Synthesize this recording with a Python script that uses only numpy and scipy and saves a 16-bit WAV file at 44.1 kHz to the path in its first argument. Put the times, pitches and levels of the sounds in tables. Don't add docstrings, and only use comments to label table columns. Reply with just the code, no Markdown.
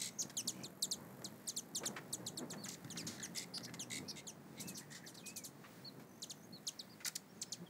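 import sys
import numpy as np
from scipy import signal
from scipy.fft import rfft, irfft, next_fast_len
from scipy.io import wavfile
from scipy.ndimage import uniform_filter1d, map_coordinates

SR = 44100
rng = np.random.default_rng(int(sys.argv[2]) if len(sys.argv) > 2 else 0)


def generate_wav(sig):
    pcm = np.round(np.clip(np.atleast_2d(sig).T, -1, 1) * 32767).astype(np.int16)
    wavfile.write(sys.argv[1], SR, pcm)


N = 339163

# frequency in Hz, level in dB.
SWISH_SPECTRUM = [(150, -44), (350, 7.5), (550, 5), (900, 1), (1400, -5), (2000, -9.5), (3000, -30),
                  (6000, -70)]


def amp(db):
    return 10 ** (np.asarray(db) / 20)


def unit(x):
    return x / np.sqrt(np.mean(x ** 2) + 1e-20)


def along(points, hz):
    f, v = np.transpose(points)
    return np.interp(np.log(np.abs(hz) + 1), np.log(f + 1), v)


def curve(points):
    return np.interp(np.arange(N) / SR, *np.transpose(points))


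def wobble(rate_hz):
    return map_coordinates(rng.standard_normal(int(N * rate_hz / SR) + 4), [np.arange(N) * rate_hz / SR])


def swell(middle_s, width_s):
    return np.exp(-.5 * ((np.arange(N) / SR - middle_s) / width_s) ** 2)


def filtered(x, response):
    m = next_fast_len(N + SR // 2)
    return irfft(rfft(x, m) * response(np.fft.rfftfreq(m, 1 / SR)), m)[:N]


def coloured(x, spectrum):
    return unit(filtered(x, lambda hz: amp(along(spectrum, hz))))


def noise(spectrum):
    return coloured(rng.standard_normal(N), spectrum)


def clock(length_s):
    return np.arange(max(int(length_s * SR), 2)) / SR


def gate(t, attack_s, release_s):
    return np.clip(t / attack_s, 0, 1) * np.clip((t[-1] - t) / release_s, 0, 1)


def cut(x, start_s, t):
    return x[int(start_s * SR):][:len(t)]


def radians(hz):
    return 2 * np.pi * np.cumsum(hz) / SR


def add(track, start_s, sound):
    i = round(start_s * SR)
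    part = sound[max(-i, 0):max(N - i, 0)]
    track[max(i, 0):][:len(part)] += part


def wingbeat(rate_hz):
    cycles = np.cumsum(rate_hz * (1 + .1 * wobble(9))) / SR
    down = np.diff(np.floor(cycles), prepend=0)
    up = np.diff(np.floor(cycles + .45), prepend=0)
    return (down + 0.55 * up) * amp(2.7 * wobble(7) + 0.7 * wobble(40)), cycles


def wings(beat_hz=(45.98, 55.9, 62.91), turbulence=0.67, hum_trim_db=-1, tick_db=11):
    # time in seconds, hum in dB before trim.
    hovering = [(0, -57.5), (.55, -56.5), (.76, -58.5), (1.35, -56), (1.52, -60), (1.85, -55), (2.62, -53),
                (2.77, -58), (2.92, -55.5), (3.9, -54.5), (4.45, -58), (4.85, -59), (5.55, -59.5),
                (6.3, -60), (7.2, -63), (7.69, -60)]
    # closest moment and half-width in seconds, hum in dB before trim, swish in dB.
    swoops = [(.25, 0.028, -58, -62), (.47, 0.019, -51, -60), (.62, 0.051, -54.5, -60.5),
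              (.87, 0.026, -54, -60), (1.02, 0.074, -58, -59.5), (1.23, .05, -56, -60),
              (1.9, 0.071, -52, -55.5), (2.22, 0.027, -70, -59), (2.43, 0.015, -63, -54),
              (2.55, 0.033, -57, -57), (3.03, 0.084, -48.5, -87), (4.0, 0.059, -50, -81),
              (4.68, 0.069, -52, -63), (6.0, .03, -54, -65), (6.52, 0.03, -55.5, -82),
              (7.37, 0.032, -57.5, -72)]
    # middle and half-width in seconds, level in dB.
    tick_spells = [(1.0, 0.85, -69), (3.1, 0.54, -74), (6.45, 0.57, -73)]
    # frequency in Hz, level in dB.
    hum_spectrum = [(25, -62), (50, -30), (80, -13.5), (125, -4), (170, 3.5), (230, 0), (320, -4.5),
                    (500, -21), (900, -37.5)]
    tick_spectrum = [(2000, 4.5), (5000, -20.5), (7000, 2.5), (10000, -1), (12500, 9), (15500, -9.5)]
    hover_db = curve(hovering)
    hum_power = amp(hover_db) ** 2
    swish_power = amp(-64 + 0.72 * (hover_db + 58.5)) ** 2
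    for s, width_s, hum_db, swish_db in swoops:
        near = swell(s, width_s)
        hum_power += (amp(hum_db) * near) ** 2
        swish_power += (amp(swish_db) * near) ** 2
    tick_gain = sum(amp(db) * swell(s, width_s) for s, width_s, db in tick_spells)
    pushes, cycles = zip(*(wingbeat(hz) for hz in beat_hz))
    hum = unit(coloured(sum(pushes), hum_spectrum) + turbulence * noise(hum_spectrum))
    stroke = np.cos(2 * np.pi * cycles[0])
    swish = unit((1 + 0.15 * stroke) * noise(SWISH_SPECTRUM))
    ticks = unit(amp(tick_db * ((1 + stroke) / 2) ** 10 + 0.94 * wobble(65)) * noise(tick_spectrum))
    return amp(hum_trim_db) * np.sqrt(hum_power) * hum + np.sqrt(swish_power) * swish + tick_gain * ticks


def air(hiss_db=-68):
    # frequency in Hz, level in dB.
    hiss_spectrum = [(500, 2.5), (1800, 12.5), (3000, 4), (4500, 5.5), (6300, 3), (9000, 1.5), (12500, -6),
                     (15500, 7)]
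    return amp(hiss_db + 2.5 * wobble(5.06)) * noise(hiss_spectrum)


def syrinx(hz, second_db, upper_db, richness=1, rasp=0.26, rolloff_db=4, jitter=0.013):
    # frequency in Hz, gain in dB.
    throat = [(1300, 10), (2100, -12), (2800, -14.5), (3500, -10), (4300, 0), (5300, -5.5), (6500, -1),
              (8200, -2.5), (10000, -9), (12500, -9), (15000, -15)]
    tremor = unit(uniform_filter1d(rng.standard_normal(len(hz)), size=50))
    grit = unit(signal.lfilter(*signal.butter(2, 1100, fs=SR), rng.standard_normal(len(hz))))
    phase = radians(hz * (1 + jitter * tremor))
    partial = lambda k: amp(along(throat, k * hz)) * (k * hz < SR / 2) * np.sin(k * phase)
    upper = sum(amp(upper_db - rolloff_db * (k - 3)) * partial(k) for k in range(3, 7))
    overtones = richness * (amp(second_db) * partial(2) + upper)
    lowest = partial(0.97) * (1 + rasp * grit / 2)
    return lowest + overtones * (1 + rasp * grit) / np.hypot(1, rasp)


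def arch(apex_hz, width_s, overtones_db, floor_hz, upper_db, span):
    t = clock(span * width_s)
    hz = floor_hz + (apex_hz - floor_hz) / (1 + (t / width_s - 1) ** 2)
    tone = syrinx(hz, overtones_db, overtones_db + upper_db, rasp=.5, jitter=0.043)
    return gate(t, 0.0011, 0.0046) * tone


def rattles(first_db=-7, width_s=.0034, pip_ratio=1.253):
    # start, length and spacing in seconds, apex and floor in Hz,
    # then level, overtones, level change and pip level in dB.
    trains = [(.003, 0.09, 0.014, 4100, 1656, -37, 1, -8.5, -50.5),
              (0.534, .115, .0135, 3180, 1940, -57, -11, 6.5, -60),
              (3.181, 0.088, 0.019, 2120, 1450, -44.5, -3, -5.5, -49),
              (3.351, 0.095, 0.011, 3850, 1660, -39.5, -0.5, -8, -48),
              (3.904, 0.09, 0.013, 4344, 1720, -39, -1.5, -4.5, -43.5),
              (4.161, 0.0439, 0.01, 3880, 1720, -42.5, -6, -7, -51),
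              (4.567, 0.037, 0.012, 4280, 1703, -53, -11, -2, -57),
              (4.907, 0.046, 0.014, 3790, 1470, -54, 2, -5, -52)]
    out = np.zeros(N)
    t = clock(0.0055)
    for s, length_s, spacing_s, apex_hz, floor_hz, db, overtones_db, change_db, pip_db in trains:
        for at_s in np.arange(0, length_s, spacing_s):
            scatter_db, pitch, stretch = rng.standard_normal(3)
            offset_db = change_db * at_s / length_s + first_db * (at_s == 0) + scatter_db
            detune = 1 + .03 * pitch
            arch_s = width_s * np.exp(0.095 * stretch)
            note = arch(apex_hz * detune, arch_s, overtones_db, floor_hz, upper_db=-6.5, span=3.53)
            add(out, s + at_s - 0.84 * width_s, amp(db + offset_db) * note)
            pip = gate(t, 0.00054, 0.0032) * np.sin(2 * np.pi * floor_hz * pip_ratio * detune * t)
            add(out, s + at_s + 0.0031, amp(pip_db + offset_db / 2) * pip)
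    return out


def surroundings(early_db=-14, tail_db=-17, early_per_s=2500, early_t60_s=.04):
    # frequency in Hz, time to fall 60 dB in seconds.
    decay = [(1000, 0.32), (5000, 0.17), (14000, 0.18)]
    hz, t, bins = signal.stft(rng.standard_normal(SR // 4), SR, nperseg=256)
    tail = signal.istft(bins * amp(-60 * t / along(decay, hz)[:, None]), SR, nperseg=256)[1]
    age_s = np.arange(len(tail)) / SR
    early = rng.standard_normal(len(tail)) * (rng.random(len(tail)) < early_per_s / SR)
    early *= amp(-60 * age_s / early_t60_s)
    return amp(early_db) * early / np.linalg.norm(early) + amp(tail_db) * tail / np.linalg.norm(tail)


def echo(x, delay_s=0.001002):
    out = np.zeros(N)
    hop = SR // 4
    for i in range(0, N, hop):
        piece = x[i:i + 2 * hop]
        fade = np.hanning(2 * hop)[:len(piece)]
        if i == 0:
            fade[:hop] = 1
        add(out, i / SR + delay_s, signal.fftconvolve(piece * fade, surroundings()))
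    return out


def wing_trills(drift, beat_hz=48):
    # start and length in seconds, pitch in Hz, level in dB.
    trills = [(.08, .16, 6300, -65), (6.05, .42, 6080, -68), (7.33, .11, 6300, -67)]
    out = np.zeros(N)
    for s, length_s, hz, db in trills:
        t = clock(length_s)
        beat = np.sin(2 * np.pi * beat_hz * t)
        ring = np.sin(radians(hz + 110 * beat + 220 * cut(drift, s, t)))
        add(out, s, amp(db) * gate(t, 0.04, 0.022) * (1 + beat) / 2 * ring)
    return out


def buzzes(depth=.6):
    # start and length in seconds, pitch, swing and flutter rate in Hz, level and overtones in dB.
    notes = [(0.185, 0.036, 6160, 647, 270, -30.5, -13), (3.371, 0.018, 5190, 600, 240, -31.5, -3),
             (3.536, 0.046, 4820, 428, 370, -35, -7.5), (3.627, 0.039, 5180, 815, 270, -41.5, -10),
             (4.078, 0.04, 5040, 730, 330, -36, -11.5), (4.741, 0.02, 5550, 806, 270, -46.5, -11)]
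    out = np.zeros(N)
    for s, length_s, hz, swing_hz, rate_hz, db, overtones_db in notes:
        t = clock(length_s)
        flutter = -np.cos(2 * np.pi * rate_hz * t)
        bow = 1 + 0.082 * (np.sin(np.pi * t / length_s) - 2 / np.pi)
        drop = 0.29 * np.exp((t - length_s) / 0.00305)
        tone = syrinx(hz * (bow - drop) + swing_hz * flutter, overtones_db, overtones_db - 13)
        add(out, s, amp(db) * gate(t, 0.01, 0.0035) * (1 + depth * flutter) / (1 + depth) * tone)
    return out


def chips(wander=0.0084, hook_db=-5.5, brighten_db=1, hoarse_s=(4.5, 5.5)):
    # start and length in seconds, top and slide end in Hz, plunge time in seconds,
    # then level, overtones and fade in dB.
    calls = [(0.216, 0.021, 6520, 2010, 0.0065, -32, 4.5, -17.5),
             (0.3675, 0.046, 5450, 2680, 0.0022, -33, -0.5, -6),
             (0.4741, 0.04, 6700.0, 2720, 0.0045, -26.5, 1.5, -25.5),
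             (0.6338, 0.038, 7900, 3200, 0.0052, -39.5, -5.5, -6.5),
             (0.8227, 0.036, 7400, 3200, 0.0025, -26.5, 1.5, -18),
             (0.9113, 0.038, 7200, 3080, 0.0053, -26, -1, -20),
             (1.243, 0.038, 8500, 3040, 0.0049, -32.5, -5, -23),
             (1.4701, 0.037, 5890, 2904, 0.0058, -39, 10, -13.5),
             (1.4819, 0.06, 8170, 2840, 0.0096, -30.5, -10.0, -36),
             (1.5635, 0.039, 6900, 2890, 0.0047, -33, 2.5, -13.0),
             (1.748, 0.046, 6260, 2840, 0.0062, -31, 2, -15.0),
             (1.8543, 0.03, 6600, 2940, 0.0033, -32.5, 2.0, -8.5),
             (2.1261, 0.028, 6890.0, 3090, 0.0035, -34.5, 7.5, -15.0),
             (2.2633, 0.027, 7010.0, 3170, 0.0022, -35.5, -1.5, -7),
             (2.372, 0.028, 6290.0, 3230, 0.0028, -35.5, 0.5, -13),
             (2.5001, 0.034, 6900, 2990, 0.0039, -41, 3, -12),
             (2.6355, 0.039, 5500, 2720.0, 0.0055, -40, 5.5, -21),
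             (2.9003, 0.032, 5850, 2860, 0.0018, -42.5, -3.5, -2),
             (2.9707, 0.047, 6840, 2240, 0.004, -35.5, -4, -8),
             (3.0688, 0.024, 7290, 2460, 0.0062, -31.5, 1.5, -21),
             (3.2257, 0.037, 4740, 2720, 0.0013, -41.5, 1, -4.5),
             (3.793, 0.045, 4620, 2700, 0.003, -37, -4, -3.5),
             (4.2677, 0.04, 5130.0, 2720, 0.0029, -42, 0, -8.5),
             (4.596, 0.032, 6710.0, 2430, 0.0057, -41, 7.0, -22.5),
             (4.673, 0.031, 7080, 2810, 0.0057, -42, 7.5, -22),
             (4.766, 0.039, 6700, 2200.0, 0.0057, -41.5, 3.5, -26.5),
             (5.063, 0.054, 6540, 2580, 0.0082, -43, 1, -26.5),
             (5.17, 0.048, 6500, 3050, 0.0044, -48, -10, -12),
             (5.2563, 0.054, 6370.0, 2100, 0.005, -44.5, 4.0, -22.0),
             (5.36, 0.035, 7080.0, 2660, 0.0057, -37, 8.0, -29.5),
             (5.437, 0.04, 7440, 2630, 0.0072, -39.5, 7, -26.5),
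             (6.219, 0.029, 7780.0, 2800, 0.0063, -38.5, -5, -0.5),
             (6.296, 0.028, 7730.0, 2630, 0.0069, -39.5, -3, -1),
             (6.6677, 0.028, 6950, 2650, 0.0069, -32, -3.5, -1.5),
             (6.7908, 0.029, 6580, 3440, 0.0029, -36.5, -13, -11),
             (7.4155, 0.024, 8400, 1870, 0.0086, -27.5, -1.5, -19),
             (7.521, 0.037, 7440, 2270, 0.0058, -28, -2.5, -30.5)]
    out = np.zeros(N)
    for s, length_s, top_hz, end_hz, plunge_s, db, overtones_db, fade_db in calls:
        t = clock(length_s)
        progress = t / length_s
        hook = 1 / (1 + (t / plunge_s) ** 2)
        slide_hz = end_hz * (1 + .3 * (1 - progress))
        flick = 0.15 * np.exp((t - length_s) / 0.0023)
        waver = wander * progress * map_coordinates(rng.standard_normal(8), [6 * progress])
        hz = (slide_hz + (top_hz - slide_hz) * hook) * (1 - flick + waver)
        hoarse = hoarse_s[0] < s < hoarse_s[1]
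        second_db = overtones_db - 2 * hoarse
        upper_db = overtones_db - 5.5 + 6 * hoarse
        rasp = 0.033 + 0.25 * progress + 0.3 * hoarse
        richness = (1 - hook) * amp(brighten_db * progress)
        tone = syrinx(hz, second_db, upper_db, richness, rasp)
        landing_db = 0.5 * np.exp(-.5 * ((t - 0.0055) / 0.0015) ** 2)
        level_db = db + fade_db * progress + hook_db * hook + landing_db
        add(out, s, amp(level_db) * gate(t, 0.0016, 0.003) * tone)
    return out


def clashes(fade_db=-11):
    # start and length in seconds, flap level in dB, rustle against flap in dB.
    contacts = [(0.296, 0.02, -55.5, 3), (1.219, 0.0051, -50, -5), (1.833, 0.031, -47, -6.5),
                (1.963, 0.033, -43.5, -15), (2.534, 0.015, -47.5, -9), (2.656, 0.032, -50.5, -6),
                (2.845, 0.0058, -50, 0.5), (2.877, 0.0084, -54, -8), (2.958, 0.021, -50.5, -14),
                (3.066, 0.11, -56, 6), (3.579, 0.0056, -46, 7.5), (3.606, 0.0052, -50, -1),
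                (3.648, 0.0089, -55, 11.5), (3.693, 0.0092, -50.5, -11), (3.738, 0.014, -51.5, 4.5),
                (4.947, 0.041, -65, 9.5), (5.639, 0.034, -55, -23), (5.995, 0.046, -65.5, -2.5),
                (7.003, 0.031, -53.5, -10), (7.054, 0.048, -48, -13.5)]
    # frequency in Hz, level in dB.
    flap_spectrum = [(300, -25), (900, -4), (1900, 2), (2800, -8.5), (5000, -18), (12000, -53)]
    rustle_spectrum = [(1500, -15), (4000, 8.5), (7000, 7), (10000, -2.5), (15000, -11)]
    out = np.zeros(N)
    flap, rustle = noise(flap_spectrum), noise(rustle_spectrum)
    for s, length_s, db, rustle_db in contacts:
        t = clock(length_s)
        brush = cut(flap + amp(rustle_db) * rustle, s, t)
        add(out, s, amp(db + fade_db * t / length_s) * gate(t, 0.0017, 0.0032) * brush)
    return out


def whirrs(overtone_db=-8, gust_db=-12):
    # start and length in seconds, start and end pitch in Hz, level in dB.
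    turns = [(1.801, .056, 365, 570, -50.5), (1.882, 0.041, 270, 188, -45.5), (2.385, 0.09, 332, 303, -52),
             (2.401, 0.061, 237, 233, -47.5), (2.843, 0.035, 139, 131, -48), (3.99, 0.066, 228, 216, -54),
             (7.595, .068, 177, 161, -51)]
    out = np.zeros(N)
    flutter, gust = wobble(150), noise(SWISH_SPECTRUM)
    for s, length_s, start_hz, end_hz, db in turns:
        t = clock(length_s)
        rough = cut(flutter, s, t)
        phase = radians((start_hz + (end_hz - start_hz) * t / length_s) * (1 + 0.066 * rough))
        tone = np.sin(phase) + amp(overtone_db) * np.sin(2 * phase)
        puff = amp(gust_db) * start_hz / 300 * cut(gust, s, t)
        add(out, s, amp(db + 2 * rough) * gate(t, 0.011, 0.015) * (tone + puff))
    return out


def whistles(drift, waver=.01):
    # start and length in seconds, start, middle and end pitch in Hz, level in dB.
    notes = [(2.574, 0.067, 4060, 4550, 3930, -57), (4.048, 0.11, 2400, 2530, 2240, -65.5),
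             (4.632, .097, 2500, 2640, 2460, -60), (5.231, 0.11, 2540, 2480, 2680, -60.5),
             (5.35, 0.087, 2680, 2440, 2220, -63), (5.843, 0.058, 3970, 4450, 3770, -49),
             (6.523, 0.061, 3900, 4340, 3500, -54.5), (6.426, 0.037, 6140, 6610, 6100, -62.5),
             (6.89, 0.06, 3700, 4900, 3800, -61), (7.286, 0.043, 4970, 5560, 5300, -68),
             (7.456, 0.062, 4470, 5330, 4630, -68), (7.66, .03, 3700, 3270, 3040, -61)]
    out = np.zeros(N)
    for s, length_s, *pitches_hz, db in notes:
        t = clock(length_s)
        parabola = np.polyfit([0, .45, 1], pitches_hz, 2)
        hz = np.polyval(parabola, (t / length_s) ** .75) * (1 + waver * cut(drift, s, t))
        add(out, s, amp(db) * gate(t, 0.0097, 0.017) * np.sin(radians(hz)))
    return out


def squeaks():
    # apex time in seconds, apex in Hz, half-width in seconds, level and overtones in dB.
    notes = [(2.688, 7810, 0.0031, -39, -7), (2.701, 7200, 0.0026, -44, -11),
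             (2.714, 8100, 0.0045, -47, -6), (2.7275, 6900, 0.0035, -48, -6),
             (2.741, 7500, 0.0044, -45, -10.5), (5.147, 6000, 0.0036, -55, -2.5),
             (7.051, 7200, 0.0039, -36, -11), (7.063, 6360, 0.0033, -38.5, 0.5),
             (7.0778, 6690, 0.0027, -38.5, 5.5), (7.157, 7310, 0.003, -34, 0),
             (7.419, 8370, 0.0053, -44.5, -9)]
    out = np.zeros(N)
    for s, apex_hz, width_s, db, overtones_db in notes:
        note = arch(apex_hz, width_s, overtones_db, floor_hz=1137, upper_db=2.5, span=4.24)
        add(out, s - width_s, amp(db) * note)
    return out


def chatter(flicker_db=5.0):
    # middle and half-width in seconds, level in dB.
    bouts = [(3.05, 0.18, -71), (3.7, 0.13, -69), (4.92, 0.19, -69)]
    # frequency in Hz, level in dB.
    band = [(1200, -37), (1600, -2.5), (1850, 2), (2150, -6), (2700, -25)]
    gain = sum(amp(db) * swell(s, width_s) for s, width_s, db in bouts)
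    return gain * amp(flicker_db * wobble(70)) * noise(band)


def scene():
    # time in seconds, echo send in dB.
    echo_send = [(0, 7.5), (.9, 2.5), (4.2, 7.5), (4.6, 17.5), (5.45, 13.5), (6.3, 4.5)]
    near = chips() + squeaks() + rattles() + buzzes() + clashes()
    far = chatter()
    drift = wobble(260)
    far += whistles(drift) + wing_trills(drift)
    reflected = echo(near * amp(curve(echo_send)) + 2 * far)
    return (near + far + reflected + wings() + whirrs() + air())[None]


def record(dry, top_hz=15700):
    return filtered(dry[0], lambda hz: hz < top_hz)[None]


dry = scene()
out = record(dry)
generate_wav(out)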